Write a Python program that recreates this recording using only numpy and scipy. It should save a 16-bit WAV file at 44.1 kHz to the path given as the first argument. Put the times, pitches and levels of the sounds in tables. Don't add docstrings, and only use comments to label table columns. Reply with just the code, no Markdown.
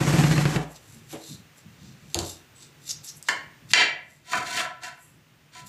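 import sys
import numpy as np
from scipy import signal
from scipy.fft import rfft, irfft
from scipy.io import wavfile
from scipy.ndimage import uniform_filter1d, minimum_filter1d

SR = 44100
rng = np.random.default_rng(int(sys.argv[2]) if len(sys.argv) > 2 else 0)


def master_out(mix):
    frames = np.transpose(np.atleast_2d(mix))
    ceiling = np.clip(frames, -1, 1)
    pcm = np.round(ceiling * 32767).astype(np.int16)
    wavfile.write(sys.argv[1], SR, pcm)


N = 250776
TIME = np.arange(N) / SR
HZ = np.fft.rfftfreq(N, 1 / SR) + 1
FILTER_HZ = abs(np.fft.fftfreq(4096, 1 / SR)) + 1

# frequency in Hz, seconds to fade by 60 dB.
ROOM_FADE = [(150, 0.36), (500, 0.65), (1000, 0.4), (2200, 0.44), (4000, 0.32), (7000, 0.27), (14000, 0.21)]
# delay in seconds, level in dB.
EARLY_ECHOES = [(.0011, -23.5), (.0026, -23), (.0043, -38.5), (.0068, -17.5), (0.0124, -17)]
# frequency in Hz, relative level in dB.
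RUMBLE_TONE = [(15, -59.5), (25, -41), (27, -33.5), (32, -18.5), (97, -0.5), (151, 7.5), (195, -10.5),
               (377, -13.5), (400, -30), (520, -66), (880, -120)]
# frequency in Hz, relative level in dB.
HISS_TONE = [(120, -41), (200, -4.5), (725, -13), (1910, -11), (2160, -12), (2800, -12), (4120, -18.5),
             (7040, -20.5), (7840, -25.5), (8270, -23), (9710, -28), (13400, -27.5), (14400, -23)]
# peak time in seconds, level in dB.
LOW_SWELLS = [(1.31, -39.5), (1.668, -45.5), (1.82, -46.5), (1.9, -49.5), (2.06, -49.5), (3.63, -51),
              (3.735, -37), (4.08, -53.5), (4.37, -36), (4.54, -45.5), (5.621, -45)]
# fastest moment, time to speed up and time to slow down
# in seconds, relative level in dB, share of power above 7 kHz.
BRUSH_STROKES = [(.72, 0.045, .05, -53.5, 0.88), (0.761, .02, 0.022, -47.5, .1),
                 (.945, 0.29, 0.12, -55.5, 0.62), (1.128, 0.047, 0.032, -42.5, 0.62),
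                 (1.3, 0.16, 0.093, -43, 0.37), (1.582, 0.028, 0.044, -54.5, 0.7),
                 (1.88, 0.25, 0.12, -56.5, 0.027), (2.135, 0.17, 0.041, -59, 0.25),
                 (2.29, 0.14, 0.094, -38.5, 0.38), (2.63, 0.088, 0.088, -50.5, 0.12),
                 (2.91, 0.065, 0.034, -34, 0.37), (3.041, 0.007, 0.085, -44.5, 0.78),
                 (3.096, 0.07, 0.028, -46.5, 0.42), (3.174, .035, 0.025, -48.5, 1),
                 (3.283, 0.028, 0.009, -42, 0.077), (3.712, 0.022, 0.026, -36.5, 0.21),
                 (4.12, 0.12, 0.13, -54.5, 0.62), (5.03, 0.096, 0.15, -51, 1),
                 (5.669, 0.024, 0.088, -46, 0.69)]
# frequency in Hz, relative level in dB.
CLOTH_TONE = [(880, -56), (1500, -33), (2810, -17), (3030, -26.5), (3540, -3.5), (5450, -9), (6010, -1),
              (6680, -9), (7350, 1), (9450, -12.5), (11300, -3.5), (15000, -26)]
# start and length in seconds, level in dB,
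# centre and width of the noise band in Hz.
SNAGS = [(0.229, 0.25, -47, 4150, 260), (1.09, 0.094, -51, 2600, 2600), (1.186, 0.21, -54.5, 4080, 500),
         (2.534, 0.15, -59.5, 7950, 403), (2.888, .019, -33.5, 6040, 2220), (2.906, 0.012, -29, 5840, 2270),
         (2.956, .022, -50, 5950, 500), (3.068, 0.043, -41, 6000, 1900), (3.702, 0.021, -45, 2500, 1200),
         (4.463, 0.01, -35, 4220, 894), (4.568, 0.055, -27.5, 2840, 1280)]
# start in seconds, noise level in dB, low and high edge in Hz,
# pitch of the strongest note in Hz, its level in dB.
BUMPS = [(0.563, -30.5, 324, 860, 580, -42), (0.943, -55, 200, 300, 226, -46),
         (1.124, -35.5, 272, 580, 323, -34), (2.148, -29.5, 278, 814, 341, -29),
         (2.153, -34, 55, 198, 95.5, -35), (2.194, -34, 70, 710, 89, -31.5),
         (3.287, -35.5, 297.6, 850, 1087, -31), (3.736, -14.5, 305, 1080, 323.5, -28.5),
         (4.342, -29.5, 120, 600, 350, -52)]
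# pitch in Hz, width in Hz before damping, relative level in dB.
SQUARE_NOTES = [(653, 94, -4), (728.8, 36, 2), (994.3, 42, 1.5), (1083, 27, -17.5), (1338, 32, 3),
                (1504, 45, -2.5), (1633, 87, -8), (1760, 78, -2), (1913, 60, -3.5), (2095, 52, -1),
                (2315, 61, -7), (2610, 13, -9.5), (2755, 30, -3), (3133, 68, -1.5), (3670, 61, -16.5),
                (3960, 40, -10), (4130, 180, -14.5), (4400, 110, -3.5), (4550, 300, -9.5), (5340, 55, -9),
                (5360, 35, -18), (5720, 240, -5), (6800, 76, -10.5), (7510, 80, -5)]
# fastest moment, time to speed up and time to slow down in seconds,
# hiss level in dB, wood tone level in dB.
PUSH_STROKES = [(4.341, 0.074, 0.079, -27.5, -35.5), (4.6, 0.19, 0.06, -24, -26.5),
                (4.845, 0.034, 0.065, -35.5, -37), (5.562, .04, 0.087, -41.5, -53)]
# frequency in Hz, relative level in dB.
SCRAPE_TONE = [(240, -47), (400, -34), (718, -7.5), (834, -43), (983, -10), (1160, -41.5), (1350, -16),
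               (1540, -5.5), (2610, 5), (2850, -3), (3570, 6.5), (5120, -1.5), (7010, 2.5), (14400, -15.5)]
# start in seconds, strength in dB, low and high edge in Hz, treble fall
# in dB per octave, wood ring in dB, damping by the hand as a factor, room level in dB.
CLACKS = [(2.1453, 3, 3460, 7300, 13, -10.5, 0.52, -8.5), (2.1897, -.5, 3460, 7460, 8, -8.5, 0.4, -5.5),
          (3.2272, -16, 6700, 7850, 7, -27, 1.5, -6), (3.2866, 8.5, 910, 1294, 5.5, 0.5, 1.1, -3),
          (3.735, 34, 1940, 2440, 12, 0.5, 1.07, -3), (3.7368, 25.5, 5400, 6200, 32, -8.5, 0.57, -22.5),
          (4.3338, 11.5, 830, 1610, 18.5, -3.5, 0.55, -0.5), (4.604, 5, 810, 1400, 24.5, -4, 0.13, -4.5),
          (4.835, -5, 754, 1370, 5.5, -3.5, 0.28, 1), (5.553, -10, 790, 1470, 27, 20, 0.13, -7)]
# frequency in Hz, relative level in dB.
MIC_TONE = [(100, -13.5), (7500, 1), (9700, -6.5), (11500, -4), (13500, -21), (15000, -9.5)]
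# pitch in Hz, relative level in dB, seconds to fade by 60 dB.
TABLE_NOTES = [(57.6, -24, 0.49), (94.4, -39, 0.16), (145, -9, 0.078), (147.3, -5.5, 0.32),
               (164.7, -9, 0.37), (240, -0.5, 0.026), (285, -18.5, 0.39), (314.7, -10, 0.14),
               (410, -37, 0.36), (542, -14.5, 0.087), (744, -26, 0.42)]
# frequency in Hz, relative level in dB.
CHALK_TONE = [(120, -36), (200, 7.5), (320, 1), (435, -4), (671, -9.5), (748, -6.5), (1170, -8), (2020, -9),
              (3870, -17), (7420, -16.5), (8500, -19.5), (9550, -30.5), (11500, -21.5), (12600, -35),
              (15000, -34)]
# start in seconds, strength in dB.
CHALK_CATCHES = [(.010, -11.5), (.073, -13.5), (0.093, -17), (0.137, -8.5), (.184, -11.5), (.237, -10.5),
                 (.311, -12.5), (.379, -12), (.454, -11), (0.56, -13.5)]


def amp(db):
    return 10 ** (np.asarray(db) / 20)


def unit(x):
    return x / np.sqrt(np.mean(x ** 2) + 1e-20)


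def read(points, hz):
    f, value = np.transpose(points)
    return np.interp(np.log(hz + 1), np.log(f + 1), value)


def add(mix, s, sound):
    part = mix[max(round(s * SR), 0):][:len(sound)]
    part += sound[:len(part)]


def colour(x, gain):
    return unit(irfft(rfft(x) * gain, N))


def causal(x, db):
    log_gain = np.log(amp(db) + 1e-5)
    taps = np.fft.ifft(np.exp(np.conj(signal.hilbert(log_gain)))).real
    return signal.fftconvolve(x, taps[:len(taps) // 2])[:len(x)]


def band(x, low_hz, high_hz, fall_db, rise_db=15):
    octaves_below = np.log2(1 + (low_hz / FILTER_HZ) ** 6) / 6
    octaves_above = np.log2(1 + (FILTER_HZ / high_hz) ** 4) / 4
    return causal(x, -rise_db * octaves_below - fall_db * octaves_above)


def waver(rate_hz, depth_db):
    return amp(depth_db * colour(rng.standard_normal(N), 1 / (1 + (HZ / rate_hz) ** 4)))


def stroke(peak_s, rise_s, fall_s, roundness=1.):
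    away = np.maximum((peak_s - TIME) / rise_s, (TIME - peak_s) / fall_s)
    return amp(-20 * np.minimum(abs(away), 10) ** roundness)


def held(db, recover_db_per_s):
    fall = TIME * recover_db_per_s
    return np.maximum.accumulate(db + fall) - fall


def reflect(x):
    out = x.copy()
    for delay_s, db in EARLY_ECHOES:
        add(out, delay_s, amp(db) * x)
    return out / np.sqrt(1 + np.sum(amp(np.array(EARLY_ECHOES)[:, 1]) ** 2))


def room(x, build_s=0.0055):
    hz, t, spectrum = signal.stft(rng.standard_normal(SR), SR, nperseg=256)
    fade = amp(-60 * t / read(ROOM_FADE, hz)[:, None])
    tail = signal.istft(spectrum * fade, SR, nperseg=256)[1]
    tail *= 1 - np.exp(-TIME[:len(tail)] / build_s)
    return signal.fftconvolve(x, tail / np.linalg.norm(tail))[:N]


def background(rumble_db=-58.5, hiss_db=-57):
    swells = sum(amp(db) * stroke(s, rise_s=0.037, fall_s=0.14) for s, db in LOW_SWELLS)
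    hum = unit(band(rng.standard_normal(N), low_hz=122, high_hz=170, fall_db=22, rise_db=22.5))
    drift = waver(rate_hz=7, depth_db=3.5)
    rumble = colour(rng.standard_normal(N), amp(read(RUMBLE_TONE, HZ)))
    hiss = colour(rng.standard_normal(N), amp(read(HISS_TONE, HZ)))
    return swells * hum + amp(rumble_db) * drift * rumble + amp(hiss_db) * hiss


def fibres(per_s, spread_db, smooth):
    slips = (rng.random(N) < per_s / SR) * rng.choice([-1, 1], N)
    sizes = amp(spread_db * np.minimum(rng.exponential(1, N), 4))
    return unit(unit(slips * sizes) + smooth * rng.standard_normal(N))


def wood(x, damping):
    t = TIME[:SR // 2]
    ring = np.zeros(len(t))
    for k, (hz, width, db) in enumerate(SQUARE_NOTES):
        fade = np.exp(-np.pi * width * damping * t)
        ring += (-1) ** k * amp(db) * width * fade * np.cos(2 * np.pi * hz * t)
    return signal.fftconvolve(x, ring / np.linalg.norm(ring))[:len(x)]


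def brushes(level_db=-1.0, ring_db=1, room_db=-10):
    slips = fibres(per_s=1800, spread_db=3, smooth=.6) * waver(rate_hz=80, depth_db=1.0)
    slips = reflect(slips + amp(ring_db) * wood(slips, damping=2.2))
    weave = amp(read(CLOTH_TONE, HZ))
    highs = 1 / (1 + (7000 / HZ) ** 8)
    rub, fizz = colour(slips, weave * (1 - highs)), colour(slips, weave * highs)
    out = np.zeros(N)
    for s, rise_s, fall_s, db, treble in BRUSH_STROKES:
        swish = np.sqrt(1 - treble) * rub + np.sqrt(treble) * fizz
        out += amp(db + level_db) * stroke(s, rise_s, fall_s, roundness=1.09) * swish
    return out + amp(room_db) * room(out)


def rasps(depth=0.14, room_db=-8):
    out = np.zeros(N)
    for s, length_s, db, centre_hz, width_hz in SNAGS:
        t = TIME[:round(length_s * SR)]
        band_db = -10 * np.log10(1 + (2 * (FILTER_HZ - centre_hz) / width_hz) ** 4)
        grit = causal(rng.standard_normal(len(t)), band_db)
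        slip_hz = rng.uniform(48.3, 97.65)
        flutter = 1 + depth * np.cos(2 * np.pi * (slip_hz * t + rng.random()))
        add(out, s, amp(db) * unit(grit * flutter * signal.windows.tukey(len(t), .5)))
    return out + amp(room_db) * room(out)


def thuds(rise_s=0.0079, fade_s=0.42):
    out, t = np.zeros(N), TIME[:SR]
    for s, db, low_hz, high_hz, note_hz, note_db in BUMPS:
        rush = unit(band(reflect(rng.standard_normal(len(t))), low_hz, high_hz, fall_db=16))
        body = amp(db) * rush + amp(note_db) * np.sin(2 * np.pi * note_hz * t)
        add(out, s, body * amp(-60 * t / fade_s) * (1 - np.exp(-t / rise_s)))
    return out


def pushes(roundness=1.74, sing_s=0.18, ring_db=0.5, drone_db=-18, room_db=-9):
    speed, singing = np.zeros(N), np.zeros(N)
    for s, rise_s, fall_s, hiss_db, tone_db in PUSH_STROKES:
        speed += amp(hiss_db) * stroke(s, rise_s, fall_s, roundness)
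        singing += amp(tone_db) * stroke(s, min(rise_s, sing_s), sing_s, roundness)
    slips = fibres(per_s=1600, spread_db=0.5, smooth=0.41) * waver(rate_hz=65, depth_db=2.0)
    rub = reflect(slips) + amp(ring_db) * wood(slips, damping=1.)
    drone = unit(band(slips, low_hz=180, high_hz=360, fall_db=14, rise_db=17))
    scrape = speed * (colour(rub, amp(read(SCRAPE_TONE, HZ))) + amp(drone_db) * drone)
    song = band(wood(slips, damping=0.44), low_hz=970, high_hz=1440, fall_db=15, rise_db=12.5)
    return scrape + singing * unit(song) + amp(room_db) * room(scrape)


def knocks(chatter=0.25, contact_cycles=5):
    t, near, far = TIME[:SR // 2], np.zeros(N), np.zeros(N)
    for s, db, low_hz, high_hz, fall_db, ring_db, damping, room_db in CLACKS:
        force = chatter * rng.standard_normal(len(t)) * np.exp(-t * high_hz / contact_cycles)
        force[0] = 2
        clack = band(force + amp(ring_db) * wood(force, damping), low_hz, high_hz, fall_db)
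        clack = causal(clack, read(MIC_TONE, FILTER_HZ))
        clack *= amp(db) / np.linalg.norm(clack)
        add(near, s, clack)
        add(far, s, amp(room_db) * clack)
    return reflect(near) + room(far)


def chalk_stroke(attack_s=0.0083, ease_at_s=0.22, ease_db_per_s=15, lift_at_s=0.564, lift_db_per_s=189):
    eased_db = ease_db_per_s * np.maximum(TIME - ease_at_s, 0)
    lifted_db = lift_db_per_s * np.maximum(TIME - lift_at_s, 0)
    return np.minimum(TIME / attack_s, 1) * amp(-eased_db - lifted_db) * waver(rate_hz=21, depth_db=1.5)


def chalk(rub_db=-27, scratch_db=-9.5, scratch_s=0.0071, bite_s=.28,
          rise_s=0.0024, tremble_db=-29, room_db=-8):
    t = TIME[:SR // 2]
    boom = sum(amp(db - 60 * t / fade_s) * np.sin(2 * np.pi * hz * t) for hz, db, fade_s in TABLE_NOTES)
    boom *= 1 - np.exp(-t / rise_s)
    blows, catches = np.zeros(N), np.zeros(N)
    for s, db in CHALK_CATCHES:
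        add(blows, s, amp(db) * boom)
        bite = min(s / bite_s, 1)
        add(catches, s, amp(db + scratch_db) * bite * np.exp(-t / scratch_s))
    drag = chalk_stroke()
    slips = fibres(per_s=3200, spread_db=-0.5, smooth=0.92)
    rub = colour(reflect(slips), amp(read(CHALK_TONE, HZ)))
    scratch = catches * unit(band(rng.standard_normal(N), low_hz=300, high_hz=3080, fall_db=20))
    tremble = unit(signal.fftconvolve(rng.standard_normal(N), boom)[:N]) * drag
    table = band(blows + amp(tremble_db) * tremble, low_hz=48.6, high_hz=2960, fall_db=29)
    return table + amp(rub_db) * drag * rub + scratch + amp(room_db) * room(scratch)


def scene():
    return (chalk() + knocks() + thuds() + pushes() + brushes() + rasps() + background())[None]


def record(dry, ceiling_db=-1, quick_db_per_s=200, linger_db=7.0, slow_db_per_s=2.0, top_hz=15250):
    over_db = np.maximum(20 * np.log10(abs(dry[0]) + 1e-9) - ceiling_db, 0)
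    quick_cut_db = held(over_db, quick_db_per_s)
    slow_cut_db = held(np.minimum(over_db, linger_db), slow_db_per_s)
    gain_db = -np.maximum(quick_cut_db, slow_cut_db)
    smooth_db = uniform_filter1d(minimum_filter1d(gain_db, size=41), size=41)
    low_pass = signal.firwin(511, top_hz, window=("kaiser", 9), fs=SR)
    return signal.oaconvolve(dry * amp(smooth_db), low_pass[None], "same")


dry = scene()
out = record(dry)
master_out(out)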